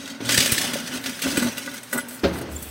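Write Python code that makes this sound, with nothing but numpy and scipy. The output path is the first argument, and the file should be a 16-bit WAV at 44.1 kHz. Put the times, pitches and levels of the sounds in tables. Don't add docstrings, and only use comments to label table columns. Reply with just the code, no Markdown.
import sys
import numpy as np
from scipy import signal
from scipy.fft import rfft, irfft
from scipy.io import wavfile
from scipy.ndimage import uniform_filter1d

SR = 44100
rng = np.random.default_rng(int(sys.argv[2]) if len(sys.argv) > 2 else 0)


def file_out(sig):
    cols = np.atleast_2d(sig).T
    lim = np.clip(cols, -1, 1)
    pcm = np.round(lim * 32767).astype(np.int16)
    wavfile.write(sys.argv[1], SR, pcm)


N = 119070
T = np.arange(N) / SR

# f/Hz, relative spectral level/dB
KITCHEN_SPECTRUM = [(30, -39), (90, 0), (500, -1.5), (3000, -6.5), (16000, -71)]
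SLAP_SPECTRUM = [(50, -15), (400, 4.5), (700, -9), (1100, -15), (1700, -12.5), (2400, -16.5), (4600, -17),
                 (9000, -43)]
REVERB_SPECTRUM = [(40, -14), (75, 3.5), (350, 0), (1000, -10.5), (2400, -18), (4500, -22.5), (8000, -54)]
SHUDDER_SPECTRUM = [(35, -48), (70, -11), (115, -6.5), (180, -3.5), (370, -4.5), (460, -10.5), (580, -6),
                    (750, -15.5), (1150, -16), (2000, -33)]
SHIMMER_SPECTRUM = [(3500, -39), (6000, -3), (9000, 4.5), (16000, 6.5)]
CRACK_SPECTRUM = [(120, -7), (500, 0), (1000, -29), (1700, 4.5), (2900, 7.5), (6500, 1.5), (11000, -6.5),
                  (16000, -13)]
FIZZ_SPECTRUM = [(4000, -55), (7200, -5), (8100, 3), (9400, -1.5), (12000, -7.5), (16000, -9.5)]
RASP_SPECTRUM = [(70, -83), (170, 4.5), (600, -9.5), (1000, -9.5), (1600, 0), (2700, 0.5), (6400, -1.5),
                 (9000, -29)]
# t/s, level/dB
RUMBLE_LEVEL = [(2.42, -85), (2.52, -30), (2.56, -31), (2.6, -47), (2.65, -36), (2.7, -42)]
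HUM_LEVEL = [(.21, -64), (.25, -36), (.33, -35.5), (.7, -60)]
DRONE_LEVEL = [(0, -41.5), (.19, -43.5), (.3, -31.5), (.57, -37.5), (.66, -31.5), (.88, -40), (.95, -32),
               (1.03, -40.5), (1.09, -37), (1.14, -44), (1.225, -41.5), (1.265, -26), (1.3, -33.5),
               (1.485, -29.5), (1.51, -38), (1.76, -43.5), (1.9, -52.5), (1.955, -26.5), (2.01, -40.5),
               (2.7, -51.5)]
JINGLE_LEVEL = [(.2, -79), (1, -46), (1.3, -41.5), (1.56, -47), (1.88, -49.5), (1.95, -34.5), (2.04, -55),
                (2.15, -35), (2.21, -51), (2.31, -52.5), (2.38, -37.5), (2.46, -75), (2.52, -40)]
RASP_LEVEL = [(0, -39), (.11, -40.5), (.19, -49), (.27, -30.5), (.33, -25), (.5, -26.5), (.63, -26),
              (.8, -35.5), (.91, -36.5), (.95, -28.5), (1.02, -44), (1.07, -30.5), (1.11, -35.5),
              (1.215, -36.5), (1.24, -29.5), (1.48, -33.5), (1.55, -39.5), (1.63, -36), (1.85, -48),
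              (1.96, -39), (2.03, -45.5), (2.7, -47)]
# f/Hz, level/dB, T60/s
WOOD_MODES = [(76, -18, 0.4), (177.4, -28, 0.52), (326.5, -13, 0.2), (395, -13.5, 0.053), (551, -16, 0.18),
              (677, -25, 0.16), (833, -24, 0.067), (1246, -32, .15), (1576, -39, 0.22)]
# f/Hz, relative level/dB
METAL_MODES = [(5900, -19.5), (8030, -8), (8870, -8), (10880, -14.5), (12300, -19)]
CHAMBER_MODES = [(240, -0.77), (271, -0.23)]
# f/Hz, bandwidth/Hz, rubbed level/dB, struck level/dB
BASIN_MODES = [(559.6, 39, -10.5, -8.5), (911, 71, -15, -17.5), (1196, 190, -19, -12.5),
               (1476, 107, -7, -3.5), (1656, 180, -36, -13), (1984, 59, -12.5, -6.5)]
# t/s, ring level/dB, relative slap level/dB
WOOD_CONTACTS = [(0.2045, -36, -11), (2.234, -4.5, -7.5), (2.2385, -7, 0.5), (2.2435, -4.5, -15),
                 (2.2486, -4, -8.5), (2.411, -16.5, -16), (2.476, -26.5, -30)]
# t/s, f/Hz, level/dB,
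# decay time/s
JOLTS_AND_KNOCKS = [(.222, 270, -22.5, 0.014), (0.381, 130, -13.5, 0.0027), (0.522, 119, -15, 0.0045),
                    (.638, 787, -29, 0.012), (.755, 565, -19, 0.0079), (1.376, 276, -8.5, 0.0061),
                    (1.42, 244, -15, 0.016), (1.449, 243, -20, 0.025)]
METAL_PINGS = [(1.378, 8030, -29, 0.036), (1.579, 2800, -30, .011), (1.976, 10920, -35, 0.04),
               (1.979, 8043, -27, 0.014), (2.561, 7330, -27, 0.007), (2.565, 3400, -47, .09),
               (2.626, 12230, -40, .035)]
# t/s, relative crack level/dB, jingle level/dB, basin level/dB
WALL_STRIKES = [(0.074, -29.5, -53, -36), (.289, -11, -39, -17), (.304, -15.5, -32, -43),
                (0.318, -12, -25, -37), (0.341, -11.5, -21.5, -41), (0.3742, -5, -27, -19.5),
                (0.401, -6.5, -27, -34), (0.423, -11.5, -28, -40), (0.4567, -12.5, -24.5, -24),
                (0.517, -14.5, -15.5, -30), (0.577, -14, -26, -41), (0.612, -17.5, -25.5, -45),
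                (0.732, -20.5, -28.5, -28), (1.057, -19.5, -49, -26.5), (1.217, -17, -25.5, -60),
                (1.37, -16.5, -22, -19), (1.424, -22.5, -27, -19), (1.577, -24.5, -28.5, -27.5),
                (1.674, -48, -55, -23), (1.739, -31.5, -34, -31), (1.829, -36, -36.5, -39),
                (1.927, -25, -21, -18), (1.974, -30, -27.5, -21), (1.984, -33.5, -49, -19),
                (2.083, -36, -31.5, -50), (2.354, -50, -48, -29.5), (2.411, -48, -37.5, -32.5),
                (2.623, -40, -29, -61)]


def amp(db):
    return 10 ** (np.asarray(db) / 20)


def unit(x):
    return x / np.sqrt(np.mean(abs(x) ** 2) + 1e-20)


def level(curve):
    times, db = np.transpose(curve)
    return amp(np.interp(T, times, db))


def noise(spectrum):
    hz, db = np.transpose(spectrum)
    f = np.fft.rfftfreq(N, 1 / SR)
    gain = amp(np.interp(np.log(f + 1), np.log(hz), db))
    return unit(irfft(rfft(rng.standard_normal(N)) * gain, N))


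def wobble(rate_hz):
    f = np.fft.rfftfreq(N, 1 / SR)
    return unit(irfft(rfft(rng.standard_normal(N)) * np.exp(-(f / rate_hz) ** 2), N))


def blow(start, rise_s, decay_s):
    t = np.maximum(T - start, 0)
    return np.minimum(t / rise_s, 1) * np.exp(-np.clip((t - rise_s) / decay_s, 0, 20))


def tone(hz, start=0):
    return np.sin(2 * np.pi * hz * (T - start))


def ringing(hz, width_hz):
    pole = np.exp((2j * np.pi * hz - np.pi * width_hz) / SR)
    return unit(signal.lfilter([1], [1, -pole], rng.standard_normal(N)).real)


def bowl_colour(x, patch_db=2.5, patch_hz=260, patch_s=0.024, ripple_db=3.5, ripple_s=0.6):
    size, hop = 1024, 256
    z = signal.stft(x, nperseg=size, noverlap=size - hop)[2]
    patches = uniform_filter1d(rng.standard_normal(z.shape), round(patch_hz * size / SR), axis=0)
    patches = uniform_filter1d(patches, round(patch_s * SR / hop), axis=1)
    ripple = uniform_filter1d(rng.standard_normal(z.shape), round(ripple_s * SR / hop), mode="wrap")
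    z = z * amp(patch_db * unit(patches) + ripple_db * unit(ripple))
    return unit(signal.istft(z, nperseg=size, noverlap=size - hop)[1][:N])


def kitchen(level_db=-48.5):
    return amp(level_db) * noise(KITCHEN_SPECTRUM)


def cabinet_rumble(hz=74):
    return level(RUMBLE_LEVEL) * unit(tone(hz) * (1 + 0.3 * wobble(26)))


def wooden_knock(slap_gain_db=-17.5, reverb_gain_db=-27):
    direct, room_power = np.zeros((2, N))
    slap = noise(SLAP_SPECTRUM)
    for start, ring_db, slap_db in WOOD_CONTACTS:
        modes = sum(amp(db) * blow(start, 0.0022, t60 / np.log(1000)) * tone(hz, start)
                    for hz, db, t60 in WOOD_MODES)
        direct += amp(ring_db) * modes
        direct += amp(slap_db + slap_gain_db) * blow(start, 0.001, 0.014) * slap
        room_power += (amp(ring_db) * blow(start, 0.0074, 0.19)) ** 2
    return direct + amp(reverb_gain_db) * np.sqrt(room_power) * noise(REVERB_SPECTRUM)


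def motor(hum_hz=118.8):
    jolts = sum(amp(db) * blow(start, 0.0024, decay) * tone(hz, start)
                for start, hz, db, decay in JOLTS_AND_KNOCKS)
    return jolts + level(HUM_LEVEL) * unit(tone(hum_hz))


def pings(roughness=0.47):
    return sum(amp(db) * blow(start, 0.0013, decay) * tone(hz, start) * (1 + roughness * wobble(120))
               for start, hz, db, decay in METAL_PINGS)


def loose_metal(width_hz=170):
    shimmer = bowl_colour(noise(SHIMMER_SPECTRUM))
    return unit(shimmer + sum(amp(db) * ringing(hz, width_hz) for hz, db in METAL_MODES))


def chamber(wander=0.0306, roughness=0.71, rate_hz=19.5, shudder_gain_db=7.5):
    drone = np.zeros(N)
    for hz, db in CHAMBER_MODES:
        cycles = np.cumsum(hz * (1 + wander * wobble(rate_hz))) / SR
        drone += amp(db) * np.sin(2 * np.pi * cycles) * (1 + roughness * wobble(rate_hz))
    basin = sum(amp(db) * ringing(hz, width) for hz, width, db, _ in BASIN_MODES)
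    drive = level(DRONE_LEVEL)
    shudder = amp(shudder_gain_db) * drive ** 1.324 * noise(SHUDDER_SPECTRUM)
    return drive * (unit(drone) + basin) + shudder


def strikes(rise_s=0.004, fall_s=0.012, echo_s=0.024, echo_db=-13, ring_s=0.0098, detune=0.011):
    crack_power, jingle_power, ring = np.zeros((3, N))
    for start, crack_db, jingle_db, ring_db in WALL_STRIKES:
        power = blow(start, rise_s, fall_s) ** 2 + (amp(echo_db) * blow(start, rise_s, echo_s)) ** 2
        crack_power += amp(crack_db) ** 2 * power
        jingle_power += amp(jingle_db) ** 2 * power
        modes = sum(amp(db) * tone(hz * (1 + detune * rng.standard_normal()), rng.random())
                    for hz, _, _, db in BASIN_MODES)
        ring += amp(ring_db) * blow(start, rise_s, ring_s) * modes
    crack = np.sqrt(crack_power) * bowl_colour(noise(CRACK_SPECTRUM)) / 2
    return crack + np.sqrt(jingle_power) * loose_metal() + ring


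def grit(effort, base_rate_hz=590, spread_db=10.5, grain_s=0.0055, grain_share=0.43):
    crowding = 1 + unit(effort) ** 2
    sizes = amp(spread_db * np.minimum(rng.exponential(1, N), 4))
    impacts = sizes * (rng.random(N) < crowding * base_rate_hz / SR)
    power = signal.lfilter([1], [1, -np.exp(-1 / (grain_s * SR))], impacts ** 2) / crowding
    return np.sqrt(1 - grain_share + grain_share * power / power.mean())


def grinding(fizz_gain_db=3):
    effort = level(RASP_LEVEL)
    fizz = amp(fizz_gain_db) * effort ** 1.284 * bowl_colour(noise(FIZZ_SPECTRUM))
    grains = grit(effort)
    rasp = effort * bowl_colour(noise(RASP_SPECTRUM))
    jingle = level(JINGLE_LEVEL) * loose_metal()
    return grains * (rasp + fizz + jingle)


def scene():
    disposal = grinding() + chamber() + strikes() + pings() + motor()
    return (disposal + wooden_knock() + cabinet_rumble() + kitchen())[None]


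def record(dry):
    highpass = signal.butter(2, 50, "highpass", fs=SR, output="sos")
    lowpass = signal.firwin(511, 15900, window=("kaiser", 9), fs=SR)
    return signal.oaconvolve(signal.sosfilt(highpass, dry), lowpass[None], "same")


dry = scene()
out = record(dry)
file_out(out)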